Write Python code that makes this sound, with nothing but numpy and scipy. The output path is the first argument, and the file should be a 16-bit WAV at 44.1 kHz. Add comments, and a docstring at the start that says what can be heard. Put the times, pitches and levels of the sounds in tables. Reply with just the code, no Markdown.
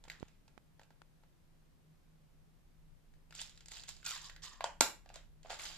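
"""Bead box in a small quiet room

Close to a hand-held stereo microphone, a child shows a thin plastic compartment box of beads,
then closes it on her lap. Beads and fingernails tick on the shell, hands and sleeves slide over it,
the lid knocks down, its catch snaps shut and the box is swung aside. Fingers bump the microphone
early on. The room's walls give a short bright echo over a faint hum."""
import sys
import numpy as np
from scipy import signal
from scipy.fft import rfft, irfft
from scipy.io import wavfile
from scipy.ndimage import uniform_filter1d

SR = 44100
rng = np.random.default_rng(int(sys.argv[2]) if len(sys.argv) > 2 else 0)


def unload_wav(signal):
    """Save mono or channel-first audio to the path in sys.argv[1] as 16-bit WAV at rate SR, clipped to [-1, 1]."""
    wavfile.write(
        sys.argv[1],
        SR,
        np.round(np.clip(np.atleast_2d(signal).T, -1, 1) * 32767).astype(np.int16),
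    )


N = 254757
TIME = np.arange(N) / SR

# the catch's snap: (time [s], level [dB], body re click [dB], pitch [Hz], left minus right [dB])
CATCH_SNAPS = [(4.8071, -12.5, -27.5, 4000, -4.5), (4.8089, -6, 0, 7400, 2),
               (4.8096, -12, -12.5, 2274, -10)]
def catch_snap():
    """The catch slips over its ridge, slams home and rebounds: the loudest thing at the microphone."""
    return box_contacts([(*row, 1) for row in CATCH_SNAPS], rise_s=.0001, crack_t60=.012, reach=1.7,
                        ring_db=-4.5, spot_db=-12.5, edge_db=2.5,
                        body_db=-4.5, body_band_hz=(200, 2000), gain_db=-26.5)


# knocks: (time [s], level [dB], body re click [dB], pitch [Hz], grip's shift of body modes [ratio])
LID_KNOCKS = [(4.6073, -28.5, 1.5, 1400, 1.2), (4.6416, -21.5, 2, 3250, 1.035),
              (5.060, -49, 0.5, 1770, .85), (5.101, -47, 3.5, 1500, 0.86), (5.160, -51.5, 9, 1500, 0.71),
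              (5.4485, -52.5, 10, 1330, 0.76), (5.458, -49, 5.5, 1500, .85),
              (5.498, -37.5, -1.5, 1330, 0.94), (5.5035, -29, -2, 1500, 0.94),
              (5.517, -44.5, 6, 1500, 0.96), (5.529, -35.5, -2.5, 2130, 0.98)]
def lid_knocks():
    """The lid is pressed onto the tray, then the hand knocks the shut box, a little to the right."""
    rows = [(s, db, hollow_db, hz, -3, grip) for s, db, hollow_db, hz, grip in LID_KNOCKS]
    return box_contacts(rows, rise_s=.00083, crack_t60=.019, reach=2.02,
                        ring_db=-2, spot_db=-4.5, edge_db=-10,
                        body_db=3.5, body_band_hz=(560, 935), gain_db=-27)


# beads colliding: (time [s], level [dB], pitch [Hz])
BEAD_CLICKS = [(3.3513, -36, 6600), (3.3914, -36, 2720), (3.4156, -27, 5500), (3.495, -43, 4230),
               (3.5756, -44, 4000), (3.6072, -44, 3400), (3.659, -40.5, 5160), (3.684, -37, 4860),
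               (3.7178, -34.5, 4300), (3.7696, -35.5, 3350), (3.8363, -37, 3550), (3.8900, -29, 5500),
               (3.9663, -44.5, 4800), (4.0639, -28.5, 7100), (4.1086, -27.5, 3850), (4.1599, -34.5, 1800),
               (4.297, -36.5, 1890), (4.363, -40.5, 2050), (5.0909, -45, 2800), (5.1415, -40.5, 3800),
               (5.1582, -36, 3970), (5.431, -48, 3310), (5.5963, -33, 2230), (5.6535, -32.5, 3000)]
def bead_clicks(hollow_db=-23, pan_db=-2.5):
    """Beads click against each other and the dividers, barely sounding the hollow body."""
    rows = [(s, db, hollow_db, hz, pan_db, 1) for s, db, hz in BEAD_CLICKS]
    return box_contacts(rows, rise_s=.00033, crack_t60=.028, reach=1.78,
                        ring_db=-1.5, spot_db=-5, edge_db=-6,
                        body_db=4.5, body_band_hz=(340, 1500), gain_db=-25.5)


# taps on the shell: (time [s], level [dB], body re click [dB], pitch [Hz], left minus right [dB])
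FINGER_TAPS = [(0.0397, -45, -7, 3600, -4), (0.052, -52.5, 3, 2030, -8), (0.0816, -43.5, -3.5, 2300, 0),
               (0.0997, -30, -18, 2000, -2), (0.1170, -41.5, -12, 2520, -5), (0.199, -49, -20, 4000, -5),
               (0.2830, -51.5, -10, 2620, -5), (0.4797, -52.5, -2.5, 2580, -5),
               (0.7949, -47.5, 0.5, 1710, -1), (0.815, -51, 0.5, 1570, -9), (0.833, -52.5, -18, 2800, -5),
               (0.9053, -53.5, 3, 1620, -3), (1.235, -57.5, 2.5, 1340, 0), (3.1382, -58, -10, 1820, 4),
               (3.308, -46.5, -7.5, 2780, 0), (3.3249, -42, -32, 1440, 1), (4.0292, -46, -32, 1490, -2)]
def finger_taps():
    """Fingers and nails tap the open box near the microphone."""
    return box_contacts([(*row, 1) for row in FINGER_TAPS], rise_s=.0005, crack_t60=.027, reach=2.14,
                        ring_db=-4, spot_db=-1.5, edge_db=-4,
                        body_db=-1, body_band_hz=(348, 1500), gain_db=-24.5)


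# low modes of the hollow box: (frequency [Hz], t60 [s], level [dB])
BODY_MODES = [(283, 0.011, -2), (564, 0.099, -12.5), (665, 0.016, 7.5), (883, 0.017, 17),
              (1020, 0.045, -10.5), (1350, 0.072, 0.5)]
# modes of its thin walls: (frequency [Hz], width [Hz], level [dB])
WALL_MODES = [(2300, 220, -5), (3360, 84, -14.5), (4070, 570, -5), (4610, 120, 3), (5550, 110, -29),
              (5740, 140, -18), (7300, 190, 11.5), (8960, 130, -10)]
# spectrum of a plastic crack, with the microphone's bright presence peak: (frequency [Hz], level [dB])
CRACK_AT_MIC = [(200, -11), (900, -16), (1700, -0.5), (2300, -3.5), (2900, -3), (4000, 0), (5600, 0),
                (6500, 2), (7300, 9), (8300, -0.5), (10500, -5), (14000, -4)]
def box_contacts(rows, rise_s, crack_t60, reach, ring_db, spot_db, edge_db,
                 body_db, body_band_hz, gain_db, size=4096):
    """Contacts crack and ring the box's walls and body; returns the paths to microphone and room."""
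    paths = np.zeros((2, 2, N + size))
    t = np.arange(size) / SR
    contact = (1 - np.exp(-t / rise_s)) * fade(t, crack_t60)
    hand_damping = fade(t, .012)
    impulse = np.ones((2, 1)) * (t == 0)
    scattered = unit(colour(impulse, CRACK_AT_MIC))  # over all directions, the wall peaks even out
    for s, db, hollow_db, hz, pan_db, grip in rows:
        detune = 1 + .02 * rng.standard_normal()
        walls = sum(undb(mode_db) * np.exp(-np.pi * width * t)
                    * np.sin(2 * np.pi * (f * detune * t + rng.random()))
                    for f, width, mode_db in WALL_MODES)
        burst = unit(colour(alike(noise(size), .45) * contact, CRACK_AT_MIC))
        direct = burst + undb(ring_db) * unit(walls * hand_damping)
        spot = unit(np.sin(2 * np.pi * hz * t) * np.exp(-hz * t / 2.7))  # the struck spot rings briefly
        body = sum(undb(mode_db) * fade(t, t60) * np.sin(2 * np.pi * f * grip * detune * t)
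                   for f, t60, mode_db in BODY_MODES)
        body = highpass(body, body_band_hz[0], order=4)  # a small box radiates little bass
        body = undb(hollow_db + body_db) * unit(lowpass(body, body_band_hz[1]))
        start = int(s * SR)
        for path, crack in zip(paths, (direct, scattered)):
            # a harder, shorter contact shifts the click upwards; a thin sharp edge is always there
            click = unit(highpass(lowpass(crack, reach * hz), .4 * hz))
            edge = highpass(undb(edge_db) * crack + undb(spot_db) * spot, hz / 4)
            hit = panned(pan_db) * unit(click + edge) + body
            path[:, start:start + size] += undb(db + gain_db) * hit
    return paths[:, :, :N]


# spectra of the bright friction and the dull scrape: (frequency [Hz], level [dB])
HISS_SPECTRUM = [(240, -52), (400, -31.5), (793, -25), (842, -4), (1100, -8), (1640, -12), (1800, -10.5),
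                 (2420, -6), (3670, 2), (4130, -0.5), (4940, 0.5), (6000, -5), (7280, 2.5), (9650, -30),
                 (14000, -19)]
SCRAPE_SPECTRUM = [(250, -20), (700, -5.5), (1500, -7), (2300, -9), (3500, -10), (7000, -36)]
def hand_slides(lid_from_s=4.02, lid_shut_s=4.6):
    """Skin and sleeve rub the box in dense tiny slips, with small clinks and a duller scrape beneath."""
    level, scrape_level = stroke_levels()
    friction = unit(slips(rate=3700, spread_db=6.5) * undb(2 * wander(140)))
    # each small contact rings briefly at a pitch of its own
    clinks = unit(sum(signal.lfilter(*signal.iirpeak(hz, 16, fs=SR), slips(rate=160, spread_db=3))
                      for hz in np.geomspace(1400, 12000, 24)))
    hiss = unit(colour(friction + undb(4) * clinks, HISS_SPECTRUM)) * panned(-4)
    force = level / undb(-43)  # 1 in a firm slide; the fine sizzle grows faster than the rest
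    sizzle = undb(-52) * unit(highpass(clinks, 8500, order=4)) * force ** 1.6
    scrape = undb(-3) * unit(colour(slips(rate=2700, spread_db=3), SCRAPE_SPECTRUM))
    # while the lid is lowered the scrape sounds through the gap under it
    closing = (TIME > lid_from_s) & (TIME < lid_shut_s)
    scrape = np.where(closing, lid_gap() + undb(-5.5) * scrape, scrape)
    return level * hiss + sizzle + scrape_level * scrape


# strokes over the box: (start [s], swell [s], hold [s], level [dB], scrape re stroke [dB])
HAND_STROKES = [(0.114, 0.011, 0.21, -73.5, 7), (3.338, 0.064, 0.012, -47, -12.5),
                (3.443, 0.013, 0.18, -68, -3.5), (3.705, 0.011, 0.095, -52, -8),
                (3.875, 0.0089, 0.0034, -50, -7), (3.954, 0.029, 0.077, -71.5, -3),
                (4.043, 0.005, 0.0093, -49, -10.5), (4.059, 0.0046, 0.11, -45, -9.5),
                (4.199, 0.027, 0.047, -53, -10), (4.42, .016, 0.022, -48, -7.5), (4.507, .025, .02, -67, 5),
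                (5.134, 0.018, 0.0087, -63.5, 6), (5.446, 0.0091, 0.028, -67.5, 5.5),
                (5.495, 0.0089, 0.036, -50.5, 1.5), (5.586, 0.0054, 0.028, -50, -5),
                (5.624, 0.013, 0.17, -50, -4)]
def stroke_levels(swell_db=16.5, sag_db_per_s=46.5, release_db_per_s=262):
    """Levels of the slide and its scrape: each stroke swells, sags as the hand slows and dies away."""
    level, scrape_level = np.zeros((2, N))
    for start, swell_s, hold_s, db, scrape_db in HAND_STROKES:
        t = TIME - start - swell_s
        swell = swell_db * np.minimum(t / swell_s, 0)
        sag = sag_db_per_s * np.clip(t, 0, hold_s)
        release = release_db_per_s * np.maximum(t - hold_s, 0)
        stroke = undb(db + swell - sag - release) * (TIME >= start)
        level += stroke
        scrape_level += undb(scrape_db) * stroke
    return level, scrape_level


def slips(rate, spread_db):
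    """Friction's random impulses, about `rate` a second, mostly small with a few large ones."""
    sizes = undb(spread_db * np.minimum(rng.exponential(size=N), 3.5))
    return alike(noise() * (rng.random(N) < rate / SR) * sizes, .43)


def lid_gap(wide_hz=1475, narrow_hz=1078, mid_fall_s=4.118):
    """Two unevenly stirred air resonances under the lid fall together as the gap narrows."""
    openness = (1 - np.tanh((TIME - mid_fall_s) / .036)) / 2
    hz = (narrow_hz + (wide_hz - narrow_hz) * openness) * (1 + .04 * wander(30))
    cavity = narrow_noise(hz, width_hz=250) * undb(4.3 * wander(45))
    overtone = narrow_noise(1.68 * hz, width_hz=170) * undb(2.5 * wander(41))
    return undb(-2.5) * (cavity + undb(-2) * overtone)


# housing taps: (time [s], level [dB], push width [s], click re push [dB], left minus right [dB])
MIC_BUMPS = [(0.0794, -45, 0.00024, -16, -8), (0.2083, -45, 0.00066, -24, -30),
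             (0.2287, -29, 0.0005, -17, -28), (0.578, -40.5, 0.0003, -8, -22),
             (1.0182, -49.5, 0.00017, 2, 8)]
# spectrum of the housing's click: (frequency [Hz], level [dB])
HOUSING_SPECTRUM = [(300, -7.5), (900, 3), (1450, 0), (3500, -11.5), (8000, -19), (14000, -41)]
def microphone_bumps():
    """A finger taps the microphone housing: one soft push with a slow undershoot, and a dry click."""
    pushes, click_level = np.zeros((2, 2, N))
    for s, db, push_s, click_db, pan_db in MIC_BUMPS:
        t = TIME - s
        gains = undb(db) * panned(pan_db)
        pushes += gains * np.exp(-(t / push_s) ** 2)
        click_level += gains * undb(click_db) * fade(np.abs(t), t60=.012) * (t > 0)
    housing = unit(colour(alike(noise(), .45), HOUSING_SPECTRUM))
    return highpass(pushes, 40) + click_level * housing


# feed to the room, least while the box is close to the microphone: (time [s], level [dB])
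ROOM_FEED = [(.1, 0), (.55, -1.5), (3.0, 0), (3.5, 0), (5.78, 3.5)]
# colour of the echo: (frequency [Hz], level [dB])
ECHO_SPECTRUM = [(100, -18), (300, -0.5), (800, -3.5), (1700, 3), (3000, 5), (7500, -4.5), (14000, -2.5)]
def room_echo(x, t60=.29, treble_t60=.25, gap_s=.0051, size=22050):
    """The near walls answer after a short gap with a diffuse tail whose treble dies first."""
    feed = x * undb(np.interp(TIME, *np.transpose(ROOM_FEED)))
    t = np.arange(size) / SR
    low = colour(alike(noise(size), .53), [(1500, 2.5), (5000, -7)]) * fade(t, t60)
    treble = colour(noise(size), [(1500, -19), (5000, 4)]) * fade(t, treble_t60)
    onset = np.interp(t, [.002, gap_s, gap_s + .0055], [.3, .5, 1])
    tail = unit((low + treble) * onset) / np.sqrt(size)
    return undb(-5) * signal.fftconvolve(feed, colour(tail, ECHO_SPECTRUM), axes=1)[:, :N]


# spectrum of the room's air: (frequency [Hz], level [dB])
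AIR_SPECTRUM = [(13, -23.5), (22, -2.5), (43, -17), (76, -17), (103, -18), (158, -16), (186, -20),
                (279, -23), (310, -29.5), (337, -24.5), (375, -28.5), (844, -34), (966, -35), (8380, -47),
                (14000, -49)]
# rumble as the microphone is moved: (time [s], level [dB])
HANDLING_RUMBLE = [(0, -62), (.6, -78), (2.4, -66.5), (3.5, -60.5), (5.78, -58)]
def room_tone():
    """Quiet room air, a wavering appliance hum and the rumble of the hand-held microphone."""
    air = undb(-65.5) * unit(colour(alike(noise(), .12), AIR_SPECTRUM))
    hum = undb(-73) * narrow_noise(157, width_hz=7.9)
    rumble_spectrum = [(10, -13), (25, 2), (50, -12), (110, -24.5), (300, -36.5), (1000, -73.5)]
    rumble = unit(colour(alike(noise(), .32), rumble_spectrum))
    handling = undb(np.interp(TIME, *np.transpose(HANDLING_RUMBLE)) + .5)
    return highpass(air + rumble * handling, 21) + hum


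def port_lag(pair, samples=2):
    """Direct sound reaches the microphone's right port a moment after the left."""
    return np.array([pair[0], np.pad(pair[1], (samples, 0))[:-samples]])


def undb(db):
    return 10 ** (np.asarray(db) / 20)


def unit(x):
    return x / np.sqrt(np.mean(x ** 2))


def noise(n=N):
    return rng.standard_normal((2, n))


def fade(t, t60):
    return np.exp(-np.log(1000) * t / t60)


def panned(db):
    """Left and right gains for a level difference."""
    gains = undb(np.array([db, -db]).reshape(2, -1) / 2)
    return gains / np.sqrt(np.mean(gains ** 2, axis=0))


def alike(pair, likeness):
    """Two unrelated signals become left and right with the given likeness."""
    mid = np.sqrt(1 + likeness) * pair[0]
    side = np.sqrt(1 - likeness) * pair[1]
    return np.array([mid + side, mid - side]) / np.sqrt(2)


def colour(x, points, size=4096):
    """Minimum-phase filter through (frequency [Hz], level [dB]) points."""
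    hz, db = np.transpose(points)
    grid = np.maximum(np.fft.rfftfreq(size, 1 / SR), 1)
    gains = undb(np.interp(np.log(grid), np.log(hz), db))
    cepstrum = irfft(np.log(gains))
    cepstrum[1:size // 2] *= 2
    cepstrum[size // 2 + 1:] = 0
    response = irfft(np.exp(rfft(cepstrum)))
    return signal.fftconvolve(x, response[None], axes=1)[:, :x.shape[1]]


def lowpass(x, hz):
    return signal.sosfilt(signal.butter(2, min(hz, .45 * SR), fs=SR, output="sos"), x)


def highpass(x, hz, order=2):
    return signal.sosfilt(signal.butter(order, min(hz, .45 * SR), "high", fs=SR, output="sos"), x)


def narrow_noise(hz, width_hz):
    """A randomly driven resonance whose centre may move."""
    a, b = lowpass(noise(), width_hz / 2)
    phase = 2 * np.pi * np.cumsum(hz + np.zeros(N)) / SR
    return unit(a * np.cos(phase) + b * np.sin(phase))


def wander(rate_hz):
    """Smooth random drift with a spread near 1."""
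    step = int(SR / rate_hz)
    stairs = np.repeat(rng.standard_normal(N // step + 1), step)
    return unit(uniform_filter1d(stairs, step)[:N])


def scene():
    """The box at the microphone, direct and off the walls, with handling bumps and room tone."""
    direct, scattered = finger_taps() + bead_clicks() + lid_knocks() + catch_snap()
    rubbing = hand_slides()
    echo = room_echo(scattered + undb(-3.5) * rubbing)
    return port_lag(direct + rubbing) + echo + microphone_bumps() + room_tone()


def record(dry, top_hz=14500):
    """The recorder cuts the top treble steeply."""
    return signal.sosfilt(signal.ellip(8, .2, 70, top_hz, fs=SR, output="sos"), dry)


dry = scene()
out = record(dry)
unload_wav(out)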